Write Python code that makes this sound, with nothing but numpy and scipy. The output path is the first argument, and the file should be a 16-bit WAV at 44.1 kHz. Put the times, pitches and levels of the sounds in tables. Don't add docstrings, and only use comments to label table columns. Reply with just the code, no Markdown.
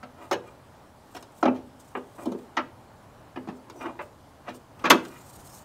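import sys
import numpy as np
from scipy import signal
from scipy.io import wavfile
from scipy.ndimage import uniform_filter1d, map_coordinates

SR = 44100
rng = np.random.default_rng(int(sys.argv[2]) if len(sys.argv) > 2 else 0)


def inscribe(sig):
    pcm = np.round(np.clip(np.atleast_2d(sig).T, -1, 1) * 32767)
    wavfile.write(sys.argv[1], SR, pcm.astype(np.int16))


def decibels_to_gain(level_db):
    exponent = np.asarray(level_db, float) / 20
    return 10 ** exponent


N = 248724

# (time [s], strut band peak [dB], weight: panel band re strut [dB],
# hardness: click band re strut [dB], contact time scale [ms])
CONTACTS = [(0.0284, -42, 1, -12, 5.4), (0.3111, -26.5, 4.5, -7, 5.6), (0.3236, -29.5, 3, -5, 8.8),
            (1.148, -44.5, 3, -4.5, 4.7), (1.1633, -41.5, -2.5, -4, 5), (1.2252, -51.5, -1, 1, 1.1),
            (1.427, -25, 7.5, -14.5, 3), (1.441, -38.5, 12, -20, 5), (1.454, -29.5, 9.5, -11, 1.7),
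            (1.458, -27, 5.5, -30, 3.7), (1.4773, -32.5, 15, -19.5, 3.8), (1.5438, -50.5, 10, -6, 26),
            (1.7976, -70, -17, 5, 10), (1.9503, -30, -2.5, -46, 5.1), (1.965, -40, 7.5, -25, 10),
            (2.181, -48.5, 4, -29, 3.6), (2.2554, -46, 18.5, -1.5, 2.1), (2.267, -51.5, 32, -12, 2.5),
            (2.2822, -63.5, 33.5, -10, 11), (2.3172, -49, 21.5, -2.5, 5.8), (2.344, -56, 28, -20, 4.4),
            (2.3875, -59, 6, -5, 4.7), (2.5675, -19.5, -10.5, -16.5, 4.4), (2.5839, -26.5, -4.5, -21, 5.9),
            (3.3586, -39.5, 1, -15, 3.3), (3.371, -41, 12, -22, 1.4), (3.4727, -49, 15, -9, 2.4),
            (3.4841, -43, 15, -11.5, 7), (3.519, -60, 19, -23, 8), (3.5683, -67, 18.5, -8, 6.8),
            (3.6957, -48, 4.5, -3, 5.2), (3.8505, -36, -2, -31, 12), (3.989, -34.5, -4.5, -26, 12.3),
            (4.009, -44, -4.5, -22, 8), (4.4845, -41.5, 4.5, -8.5, 15.4), (4.545, -59, 12.5, 1, 1.6),
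            (4.791, -51, 2.5, -5, 6), (4.8078, -51.5, 1, -15, 19), (4.839, -22.5, -1.5, -15, 15),
            (4.8522, -22.5, -17, -12, 11.3), (4.8647, -31, 6, -26, 9.2), (4.8994, -7.5, -6, -5.5, 6.2),
            (4.9052, -19, 2, -2, 5.7), (4.9247, -24.5, 10, -14, 10.7), (5.0496, -45, -1, -2.5, 1.8)]
BAND_EDGES_HZ = [175, 420, 1100, 3000, 6500, 15800]
# (time [s], level [dB])
BRACKET_LEVEL = [(0.0, 2), (1.5, 5), (2.0, 0.5), (2.6, 0), (3.4, -2), (4.0, 3.5), (4.9, -2.5)]
BRACKET_FOLLOWS = 0.65
TOP_DB, TOP_FOLLOWS = -1, 2.26
# (frequency [Hz], level re panel band [dB], t60 [s], rise constant [s])
HOOD_BOOM = (113, -28, .3, .04)

# (frequency [Hz], mean level [dB], t60 [s])
MODES = [(252.8, 7, 0.24), (334.6, 10, 0.095), (397.8, -9.5, 0.29), (488.8, -2.5, 0.26), (565.4, 7.5, 0.18),
         (603, 9.5, 0.18), (711, 21, 0.027), (879, 16.5, 0.039), (969, 14, 0.051), (1096, 6.5, 0.049),
         (1251, 10.5, 0.045), (1305, 10, 0.055), (1427, -6.5, 0.19), (1562, 0, 0.11), (1653, 4, 0.09),
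         (2420, 7.5, 0.052), (2600, -9, 0.18), (2840, -32.5, 0.033), (3280, -27, 0.077), (3630, -10, 0.1),
         (3880, -2.5, 0.058), (5560, -37, .085), (5980, -16, .11)]
# (frequency [Hz], t60 [s])
BAY_DECAY = [(200, 0.46), (600, 0.19), (1500, 0.076), (4000, 0.082), (8000, 0.038), (14000, 0.02)]
# (frequency [Hz], level per Hz [dB])
ECHO_COLOUR = [(150, -14.5), (250, 8.5), (1200, -1.5), (3000, -13.5), (6500, -22), (15800, -29.5)]
BAY_DB = [11, 19, 30, 41, 44]
DIRECT_DB = [13, 50.8, 29.2, 32.8, 18.3]

# (peak time [s], level [dB], t60 [s])
SPRING_CLIP = (4.902, -27, 0.027)

# (peak time [s], bracket band level [dB], rise [s], fall [s], strut band re bracket [dB])
STROKES = [(0.225, -45.5, 0.084, 0.11, -4.5), (0.488, -55, 0.063, 0.038, 1.5), (2.19, -44.5, .02, 0.19, -7),
           (2.239, -52.5, 0.063, 0.027, -15), (3.762, -55.5, .05, 0.044, -31),
           (3.812, -42, 0.014, 0.069, 2.5), (3.866, -33.5, 0.06, 0.087, -10), (4.484, -41, .03, 0.044, 0),
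           (5.17, -64.5, 0.27, 0.12, 12.5)]
SCRAPE_PANEL_DB, SCRAPE_PANEL_FOLLOWS = -6.5, -0.5
SCRAPE_CLICK_DB = -18.5

# (peak time [s], level [dB], rise [s], fall [s])
SQUEAK = (3.778, -60, .025, .12)
SQUEAK_HZ, SQUEAK_SAG_HZ_PER_S, SQUEAK_END_S = 6000, 9000, 3.836

# (peak time [s], level [dB], rise [s], fall [s])
RUSTLE_MOVES = [(0.235, -64.5, .07, 0.21), (0.482, -67, .04, 0.078), (1.163, -61.5, 0.17, 0.1),
                (1.388, -58.5, 0.11, 0.097), (1.802, -58, .01, 0.037), (1.85, -65, .1, 0.51),
                (2.23, -58, 0.13, 0.13), (2.39, -71, 0.028, 0.24), (3.57, -65, .04, .03),
                (3.828, -59.5, 0.12, .09), (4.02, -63.5, .025, .08), (4.48, -70, .02, 0.085),
                (4.555, -59.5, 0.026, .07), (4.82, -66, .15, .06)]
# (time [s], level [dB])
WITHDRAWAL = [(4.98, -66), (5.07, -59), (5.2, -57), (5.36, -56), (5.43, -55.5), (5.46, -56), (5.55, -52.5),
              (5.64, -61)]
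# (frequency [Hz], level per Hz [dB])
CLOTH_COLOUR = [(1500, -30), (3000, -9), (5000, -7), (6800, -3), (8000, 0), (9300, -3), (10400, -11),
                (12000, -7), (14000, -7), (15750, -13), (15900, -80)]
FADE_DB = 22

# (frequency [Hz], t60 [s])
YARD_DECAY = [(200, 0.61), (1000, 0.32), (4000, 0.25), (12000, 0.16)]
# (time [s], rumble level [dB], tyre roar level [dB])
STREET_LEVEL = [(0.0, -59, -54), (1.5, -58, -53.5), (2.0, -59, -53.5), (3.3, -57, -52.5), (4.1, -58, -54),
                (5.0, -55, -53), (5.64, -54.5, -51.5)]
# (frequency [Hz], level per Hz [dB])
RUMBLE_COLOUR = [(12, -27.5), (20, -10.5), (64, -8), (108, 9), (140, 0.5), (160, -7.5), (210, -28),
                 (350, -120)]
# (frequency [Hz], level per Hz [dB])
ROAR_COLOUR = [(88, -28), (150, -5), (270, -3), (306, -3.5), (347, -7.5), (469, -7.5), (650, -3.5),
               (710, -9), (775, -4), (1050, -8), (3000, -27), (3900, -57), (6600, -120)]
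# (frequency [Hz], level per Hz [dB])
HISS_COLOUR = [(1760, -29), (3000, -0.5), (4890, -3.5), (5900, -5.5), (8430, -6.5), (14800, -12.5),
               (15750, -15), (15900, -76.5)]
HISS_DB = -67


def contacts():
    out = np.zeros(N + SR)
    t = np.arange(SR // 3) / SR
    boom = hood_boom(t)
    for time_s, strut_db, panel_db, click_db, ms in CONTACTS:
        bracket_db = np.interp(time_s, *np.transpose(BRACKET_LEVEL)) + BRACKET_FOLLOWS * panel_db
        top_db = TOP_DB + TOP_FOLLOWS * click_db
        here = out[round(time_s * SR):][:len(t)]

        u = t[:SR // 10] / (max(ms, .4) / 1000)
        chatter = np.abs(rng.standard_normal(len(u))) ** 2.66 * u ** .5 * np.exp(-1.5 * u)
        for response, band_db in zip(bay(t), [panel_db, bracket_db, 0, click_db, top_db]):
            part = signal.fftconvolve(chatter, response)[:len(t)]
            crest = np.sqrt(2 * np.abs(uniform_filter1d(part ** 2, size=350)).max())
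            here += decibels_to_gain(strut_db + band_db) * part / crest
        boom_db = strut_db + panel_db + HOOD_BOOM[1]
        here += decibels_to_gain(boom_db) * rng.choice([-1, 1]) * boom
    return out[:N]


def hood_boom(t):
    hz, _, t60, rise_s = HOOD_BOOM
    boom = (1 - np.exp(-t / rise_s)) ** 2 * decibels_to_gain(-60 * t / t60) * np.sin(2 * np.pi * hz * t)
    return boom / boom.max()


def bay(t):
    modes = ring(t)
    echoes = tail(t, BAY_DECAY, ECHO_COLOUR)
    direct = t == 0
    bands = []
    for low, high, bay_db, direct_db in zip(BAND_EDGES_HZ, BAND_EDGES_HZ[1:], BAY_DB, DIRECT_DB):
        sos = signal.butter(4, (low, high), "bandpass", fs=SR, output="sos")
        bands.append(signal.sosfilt(sos, modes + decibels_to_gain(bay_db) * echoes + decibels_to_gain(direct_db) * direct))
    return bands


def ring(t):
    hz, db, t60 = np.transpose(MODES)[:, :, None]
    strength = decibels_to_gain(db + 2.2 * rng.standard_normal(hz.shape)) * rng.choice([-1, 1], hz.shape)
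    phase_walk = np.cumsum(rng.standard_normal((len(hz), len(t))), axis=1)
    blur = 0.016 * np.sqrt(hz / 250) * phase_walk
    return np.sum(strength * decibels_to_gain(-60 * t / t60) * np.sin(2 * np.pi * hz * t + blur), axis=0)


def tail(t, decays, colour):
    hz, frame_s, z = signal.stft(rng.standard_normal(len(t)), SR, nperseg=256)
    gain_db = along(colour, hz)[:, None] - 60 * frame_s / along(decays, hz)[:, None]
    return signal.istft(z * decibels_to_gain(gain_db), SR, nperseg=256)[1][:len(t)]


def clip():
    time_s, db, t60 = SPRING_CLIP
    top = signal.butter(4, BAND_EDGES_HZ[-2:], "bandpass", fs=SR, output="sos")
    crack = unit(signal.sosfilt(top, rng.standard_normal(N)))
    return swell(time_s, db, 0.0033, t60 * FADE_DB / 60) * crack


def scrape():
    t = np.arange(SR // 10) / SR
    slips = rng.standard_normal(N) ** 3 * decibels_to_gain(1.96 * wobble(90))
    hand_damping = decibels_to_gain(-60 * t / 0.23)
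    bands = [unit(signal.fftconvolve(slips, response * hand_damping)[:N]) for response in bay(t)]
    panel, bracket, strut, click, _ = bands
    bright = strut + decibels_to_gain(SCRAPE_CLICK_DB) * click
    out = np.zeros(N)
    for *stroke, strut_db in STROKES:
        panel_db = SCRAPE_PANEL_DB + SCRAPE_PANEL_FOLLOWS * strut_db
        out += swell(*stroke) * (bracket + decibels_to_gain(panel_db) * panel + decibels_to_gain(strut_db) * bright)
    return out


def squeak():
    t = np.arange(N) / SR
    hz = SQUEAK_HZ - SQUEAK_SAG_HZ_PER_S * np.maximum(t - SQUEAK[0], 0) + 60 * wobble(300)
    envelope = (t < SQUEAK_END_S) * swell(*SQUEAK)
    flutter = decibels_to_gain(4.0 + 2.5 * wobble(150))
    return envelope * flutter * np.sin(2 * np.pi * np.cumsum(hz) / SR)


def rustle():
    snaps = (rng.random(N) < 1200 / SR) * rng.standard_normal(N)
    snaps = snaps * decibels_to_gain(4 * rng.standard_normal(N))
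    source = rng.standard_normal(N) + .55 * unit(snaps)
    slide_db, = curves([(WITHDRAWAL[0][0] - .04, -110), *WITHDRAWAL])
    moves = sum(swell(*row) for row in RUSTLE_MOVES) + decibels_to_gain(slide_db + 1.6 * wobble(60))
    return moves * decibels_to_gain(2.8 * wobble(80)) * rush(source, CLOTH_COLOUR, patchy_db=2.2)


def yard(x):
    echo = tail(np.arange(SR // 2) / SR, YARD_DECAY, [(200, 1.6), (10000, 1.5)])
    return signal.fftconvolve(np.pad(x, (500, 0)), echo / np.linalg.norm(echo))[:N]


def street():
    rumble_db, roar_db = curves(STREET_LEVEL)
    rumble = rush(rng.standard_normal(N), RUMBLE_COLOUR, patchy_db=.5)
    roar = rush(rng.standard_normal(N), ROAR_COLOUR, patchy_db=.7)
    return decibels_to_gain(rumble_db + 1.5 * wobble(3)) * rumble + decibels_to_gain(roar_db + .6 * wobble(6)) * roar


def hiss():
    return decibels_to_gain(HISS_DB) * rush(rng.standard_normal(N), HISS_COLOUR, patchy_db=1.5)


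def overload(x):
    return x / (1 + np.abs(x / .98) ** 8) ** (1 / 8)


def swell(peak_s, db, rise_s, fall_s):
    t = np.arange(N) / SR - peak_s
    return decibels_to_gain(db - FADE_DB * np.maximum(-t / max(rise_s, .003), t / max(fall_s, .003)))


def rush(source, spectrum, patchy_db):
    hz, _, z = signal.stft(source, SR, nperseg=1024)
    patches = uniform_filter1d(rng.standard_normal(z.shape), size=10, axis=0)
    patches = unit(uniform_filter1d(patches, size=5, axis=1))
    gain_db = along(spectrum, hz)[:, None] + patchy_db * patches
    return unit(signal.istft(z * decibels_to_gain(gain_db), SR, nperseg=1024)[1][:N])


def wobble(rate):
    knots = rng.standard_normal(int(N * rate / SR) + 4)
    return map_coordinates(knots, [np.arange(N) * rate / SR])


def curves(rows):
    s, *columns = np.transpose(rows)
    return [np.interp(np.arange(N) / SR, s, column) for column in columns]


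def along(points, hz):
    f, v = np.transpose(points)
    return np.interp(np.log(hz + 1), np.log(f + 1), v)


def unit(x):
    return x / np.sqrt(np.mean(x ** 2) + 1e-20)


def scene():
    work = contacts() + scrape() + clip()
    return (work + decibels_to_gain(-18) * yard(work) + rustle() + squeak() + street())[None]


def top_cut(x):
    return signal.sosfilt(signal.butter(12, 16490, fs=SR, output="sos"), x)


def record(dry):
    mix = overload(dry + hiss())
    return top_cut(mix)


dry = scene()
out = record(dry)
inscribe(out)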